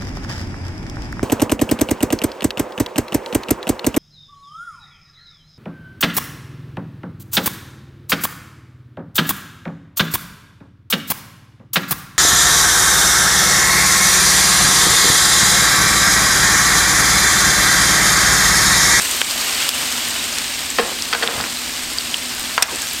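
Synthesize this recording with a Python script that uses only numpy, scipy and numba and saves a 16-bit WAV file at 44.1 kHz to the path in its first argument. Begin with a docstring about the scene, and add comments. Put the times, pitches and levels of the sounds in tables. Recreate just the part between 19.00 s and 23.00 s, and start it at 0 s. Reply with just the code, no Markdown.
"""Potato wedges frying in a pan

Countless steam bubbles burst and ring in the oil, merging into a sizzle, and single drops spit.
The pan knocks and slides on an electric burner; a spoon digs in and strikes it, exciting its modes.
An appliance hums behind. The limiter of a nearby phone ducks the sound after the loudest cracks."""
import sys
import numpy as np
from scipy import signal
from scipy.fft import rfft, irfft
from scipy.io import wavfile
from numba import njit

SR = 44100
rng = np.random.default_rng(int(sys.argv[2]) if len(sys.argv) > 2 else 0)


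def put_to_file(sound):
    """Save the sound as 16-bit audio at rate SR, in the file named by the first command-line argument."""
    columns = np.atleast_2d(sound).T  # one column per channel
    safe = np.clip(columns, -1, 1)
    whole_steps = np.round(safe * 32767)
    wavfile.write(sys.argv[1], SR, whole_steps.astype(np.int16))


N = 176400


def sizzle():
    """Superposition: bursting films click, small bubbles ring, and the pan wall smears both into hiss."""
    # Spectral envelope of the frying. Each row: frequency in Hz, gain in dB.
    frying_spectrum = [(240, -23), (400, -10), (481, -11), (636, -7.5), (801, -7), (1600, -5), (1990, -4),
                       (2930, -2.5), (3750, -3), (4800, -3), (5960, -7), (8240, -4), (10500, -12.5),
                       (13500, -9), (16000, -23)]
    # Course of the sizzle. Each row: time in seconds, then low-mid, mid, treble and top level in dB.
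    band_levels = [(0.0, -34.5, -23, -24.5, -31), (0.42, -34.5, -23.5, -26.5, -33),
                   (0.64, -33, -21.5, -26, -33.5), (0.8, -34, -24, -27, -34),
                   (1.85, -40.5, -27, -31.5, -39.5), (2.35, -34.5, -28, -31.5, -38.5),
                   (2.48, -39.5, -27.5, -32, -39.5), (3.52, -38.5, -27.5, -32, -39.5),
                   (4.0, -40, -27.5, -30.5, -37)]
    # The five edges of those four bands, in Hz.
    edges_hz = (300, 1500, 5500, 9500, 17000)
    # Gain added to each band's level, in dB.
    trims_db = (2.1, 0.18, 1.45, 1.6)
    bubbles_per_s, ring_cycles, bubble_db, wall_db = 2500, 82, -4.5, 1.5
    bubbles = np.zeros(N)
    for when, pitch, size in rng.random((int(bubbles_per_s * N / SR), 3)):
        hz = 500 + 15000 * pitch ** 1.5
        amplitude = hz ** .7 * undb(-3.4 * np.log(size + .002))  # many faint, a few loud
        add(bubbles, when * N / SR, amplitude * ring(hz, ring_cycles / hz, size=1024))
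    fry = unit(clicks(per_s=14000, spread_db=3.2)) + undb(bubble_db) * unit(bubbles)
    smeared_power = signal.fftconvolve(fry ** 2, fade(t60=0.031, size=2048))[:N]
    scatter = np.sqrt(np.abs(smeared_power)) * noise()
    fry = fry + undb(wall_db) * unit(scatter)
    spectrum, freqs = rfft(colour(fry, frying_spectrum)), np.fft.rfftfreq(N, 1 / SR)
    times, *levels_db = np.array(band_levels).T
    out, t = np.zeros(N), np.arange(N) / SR
    for low, high, db, trim_db in zip(edges_hz, edges_hz[1:], levels_db, trims_db):
        part = irfft(spectrum * (freqs >= low) * (freqs < high), N)
        out += unit(part) * undb(np.interp(t, times, db) + trim_db)
    return out


def drop(hz, cycles, splash_db):
    """An oil drop snaps and splashes; bandwidth falls with ring time, so more cycles give clearer pitch."""
    snap = band(ring(hz, cycles / hz, size=8192), hz, width=1.1)
    splash = burst(hz, width=3.5 / cycles, t60=0.0096)
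    return snap / np.max(np.abs(snap)) + undb(splash_db) * splash


def spits():
    """Impulsive sources: large drops burst singly, and smaller ones crackle at random between them."""
    # Each row: start in seconds, level in dB, pitch in Hz, cycles of ringing, relative splash in dB.
    large_drops = [(0.0213, -3, 8500, 9.3, -15), (0.1118, 1.5, 8300, 9, -17), (0.2161, 6, 3100, 8.8, -15),
                   (0.2166, -7.5, 1120, 2.5, -8), (0.2173, -4, 1800, 8.9, -7), (0.3102, -6, 4500, 8.6, -10),
                   (0.526, -11.5, 3000, 30, -7), (0.691, 6, 4370, 2.5, -8.5), (1.0863, -8, 11000, 6, -11),
                   (1.385, -1.5, 5160, 2.5, -13), (1.7028, -9, 7800, 48, -6),
                   (2.0227, -7.5, 5500, 10, -5.5), (2.2756, -3.5, 3500, 13, -10.5),
                   (2.4108, -4, 4370, 7.3, -12), (2.44, -9, 1900, 3.9, -8), (2.985, -7.5, 4670, 38, -5.5),
                   (3.1427, -6, 3070, 15, -2.5), (3.169, -5, 7800, 6.5, -12.5), (3.396, -7.5, 9200, 5, -14),
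                   (3.759, -7, 7600, 7.4, -10.5), (3.82, -10, 7300, 11, -7), (3.871, -8, 3060, 5.3, -7),
                   (3.934, -11, 12000, 8, -8)]
    crackles_per_s, low_hz, high_hz = 22, 3150, 13000
    out = np.zeros(N)
    for start, db, hz, cycles, splash_db in large_drops:
        add(out, start, undb(db) * drop(hz, cycles, splash_db))
    for when, pitch, size in rng.random((int(crackles_per_s * N / SR), 3)):
        hz = low_hz * (high_hz / low_hz) ** pitch
        add(out, when * N / SR, undb(-19 + 8 * size) * drop(hz, cycles=5.7, splash_db=-24))
    return out


def simmer():
    """Bubble resonance: like-sized bubbles under the wedges fizz in one narrow band and die down."""
    # Each row: time in seconds, level in dB.
    fizz_levels = [(0, -34), (.4, -35), (.56, -30.5), (.8, -31.5), (1.55, -37), (1.8, -62), (4, -53)]
    fizz = unit(band(clicks(per_s=2500, spread_db=1.7), hz=2970, width=0.11))
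    return fizz * undb(np.interp(np.arange(N) / SR, *np.array(fizz_levels).T))


def pan_ring(hz, width):
    """Modal response: a contact drives mainly the pan's modes in a band around hz; the peak is 1."""
    # Modes of the loaded pan. Each row: frequency in Hz, level in dB, 60 dB decay time in seconds.
    modes = [(220, -8, 0.065), (335, -9, 0.055), (465, 1, 0.052), (735, -2.5, 0.039), (1087, -5.5, 0.063),
             (1242, -0.5, 0.028), (1395, -0.5, 0.033), (1520, -6, 0.045), (1641, -4, 0.078),
             (2030, -11, 0.027), (3220, 0.5, 0.038), (4490, 3, 0.022), (4700, 4.5, 0.029)]
    body = np.zeros(8192)
    for mode_hz, db, t60 in modes:
        detune, polarity = rng.standard_normal(2)
        body += np.sign(polarity) * undb(db) * ring(mode_hz * (1 + 0.0059 * detune), t60, len(body))
    body = band(body, hz, width, order=2)
    return body / np.max(np.abs(body))


def knocks():
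    """Impact excitation: the pan hits the burner with a dry crack and a ring damped by the food."""
    # Each row: start in seconds, level in dB, centre frequency of the contact in Hz.
    contacts = [(1.7855, -6, 1610), (1.787, -8, 600), (1.7937, -6, 430), (1.7983, -13, 1490),
                (1.822, -14, 550), (2.1276, -8.5, 1480), (2.133, -6, 1900), (2.1487, -11, 1340),
                (2.2255, -10, 1300), (2.2297, -11, 2090), (2.236, -15, 650), (2.286, -18, 900),
                (2.306, -18, 950), (2.3378, -19.5, 1830), (2.363, -20, 1200), (2.38, -24, 500),
                (2.401, -15.5, 1200)]
    out, width = np.zeros(N), 1.73
    for start, db, hz in contacts:
        crack = band(burst(hz, width, t60=0.038), hz=930, width=5.4, order=3) / 2
        add(out, start, undb(db) * (pan_ring(hz, width) + undb(2.5) * crack))
    return out


def spoon():
    """Damped and hard impacts: the spoon knocks through the potatoes, then clacks on the bare pan."""
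    # Each row: start in seconds, level in dB, pitch in Hz, bandwidth as a share of the pitch,
    # 60 dB decay time in seconds, relative level of the pan's ring in dB.
    blows = [(3.579, 1, 1280, 0.91, 0.029, -1), (3.6236, 6, 3020, 1.7, 0.027, -21),
             (3.6252, -11, 280, 1.1, .012, -30), (3.625, 4.5, 5900, 0.087, 0.019, -35),
             (3.683, -20.5, 1140, 0.38, 0.032, -4)]
    out = np.zeros(N)
    for start, db, hz, width, t60, ring_db in blows:
        clack = band(burst(hz, width, t60), hz, width=2.5)
        add(out, start, undb(db) * (clack + undb(ring_db) * pan_ring(hz, width / 2)))
    return out


def slides():
    """Stick-slip friction: pan and spoon drag in many small catches."""
    # Each row: start and length in seconds, level in dB, centre in Hz, bandwidth as a share of it.
    drags = [(1.793, 0.14, -30, 473, 2.3), (2.214, 0.27, -30.5, 780, 3), (2.354, 0.085, -34, 95, 2.4),
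             (3.59, 0.042, -23, 900, 0.39), (3.67, 0.058, -33.5, 870, 0.21), (3.709, 0.055, -32, 385, 0.47)]
    out, t, ramp_s = np.zeros(N), np.arange(N) / SR, 0.027
    for start, length, db, hz, width in drags:
        gate = np.clip(np.minimum(t - start, start + length - t) / ramp_s + .5, 0, 1)
        catches = clicks(per_s=500, spread_db=0.83)
        out += undb(db) * gate * unit(band(catches, hz, width, order=2))
    return out


def bumps():
    """Damped oscillations far down in the bass are heard as soft thuds."""
    # Each row: start in seconds, level in dB, pitch in Hz.
    thuds = [(1.83, -34, 40), (2.378, -32, 80), (2.835, -38.5, 36), (2.88, -39, 36), (3.39, -37, 35.7)]
    out = np.zeros(N)
    for start, db, hz in thuds:
        add(out, start, undb(db) * ring(hz, t60=0.17))
    return out


def appliance():
    """A line spectrum on a continuous one: steady motor tones over a hollow rush of air."""
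    # Motor tones. Each row: frequency in Hz, rms level in dB.
    motor_tones = [(48.5, -54.5), (70, -52), (87.5, -55), (232, -53), (250, -60)]
    # Spectral envelope of the air. Each row: frequency in Hz, gain in dB.
    air_spectrum = [(25, -26), (60, -8), (115, -15), (142, -6), (180, -12.5), (215, -7), (245, 2),
                    (285, -4.5), (340, -9), (600, -22.5), (2000, -25)]
    t = np.arange(N) / SR
    hum = sum(np.sqrt(2) * undb(db) * np.sin(2 * np.pi * (hz * t + rng.random()))
              for hz, db in motor_tones)
    return hum + undb(-37) * unit(colour(noise(), air_spectrum))


def kitchen(x):
    """Reverberation: the dense reflections of a small room form a short, dull tail."""
    decay, top_hz = fade(t60=0.42), 2650
    tail = signal.sosfilt(signal.butter(2, top_hz, fs=SR, output="sos"), noise()) * decay
    return undb(-7.5) * signal.fftconvolve(x, tail / np.sqrt(np.sum(decay ** 2)))[:N]


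def undb(db):
    """Amplitude ratio for a level in decibels."""
    return 10 ** (np.asarray(db) / 20)


def unit(x):
    """Normalisation to rms 1."""
    return x / np.sqrt(np.mean(x ** 2) + 1e-20)


def noise():
    """Gaussian white noise as long as the scene."""
    return rng.standard_normal(N)


def fade(t60, size=N):
    """Exponential decay by 60 dB in t60 seconds."""
    return np.exp(-np.log(1000) * np.arange(size) / SR / t60)


def ring(hz, t60, size=N):
    """Free vibration of one damped mode."""
    return np.sin(2 * np.pi * hz * np.arange(size) / SR) * fade(t60, size)


def band(x, hz, width, order=1):
    """Band-pass filtering around hz; the width is a share of hz."""
    edge = width / 2 + np.sqrt(1 + width ** 2 / 4)
    top = min(hz * edge, SR / 2 - 1000)
    return signal.sosfilt(signal.butter(order, [hz / edge, top], "band", fs=SR, output="sos"), x)


def colour(x, points):
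    """Spectral shaping by (Hz, dB) points joined on a logarithmic frequency axis."""
    hz, db = np.array(points).T
    gain_db = np.interp(np.log(np.fft.rfftfreq(N, 1 / SR) + 1), np.log(hz), db)
    return irfft(rfft(x) * undb(gain_db), N)


def add(out, start, x):
    """Superposition of x on out, from start in seconds."""
    i = int(start * SR)
    out[i:i + len(x)] += x[:N - i]


def clicks(per_s, spread_db):
    """A Poisson train of impulses: many small, a few large."""
    occurs = rng.random(N) < per_s / SR
    size = np.minimum(rng.exponential(size=N), 7)
    return occurs * np.sign(noise()) * undb(spread_db * size)


def burst(hz, width, t60, size=8192):
    """An exponentially decaying band of noise that starts near rms 1."""
    decay = fade(t60, size)
    return unit(band(rng.standard_normal(size) * decay, hz, width)) * np.sqrt(np.mean(decay ** 2))


def scene():
    """Pressures add at one microphone, alike in both channels; knocks and spoon blows stir the room."""
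    hits = knocks() + spoon()
    mono = sizzle() + simmer() + spits() + hits + kitchen(hits) + slides() + bumps() + appliance()
    return np.array([mono, mono])


@njit
def overshoot(x, threshold, attack_s, hold_s, release_s):
    """Envelope following: peaks over the threshold, as a ratio to it, rise fast, hold, then fall."""
    out, envelope, wait = np.empty(len(x)), threshold, 0.
    for i in range(len(x)):
        if x[i] > envelope:
            envelope += (x[i] - envelope) * min(1., 1 / (attack_s * SR))
            wait = hold_s * SR
        elif wait > 0:
            wait -= 1
        else:
            envelope += (threshold - envelope) / (release_s * SR)
        out[i] = envelope / threshold
    return out


def record(dry):
    """Peak limiting: the phone ducks after loud cracks, clips what still exceeds 1 and cuts the top."""
    threshold_db, slope, depth_db, top_hz = -3.5, 0.79, 7, 15850
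    excess = overshoot(np.abs(dry[0]), undb(threshold_db), attack_s=0.00029, hold_s=0.045, release_s=0.016)
    gain = np.maximum(excess ** -slope, undb(-depth_db))
    low_pass = signal.ellip(10, .2, 70, top_hz, fs=SR, output="sos")
    return signal.sosfilt(low_pass, np.clip(dry * gain, -1, 1))


dry = scene()
out = record(dry)
put_to_file(out)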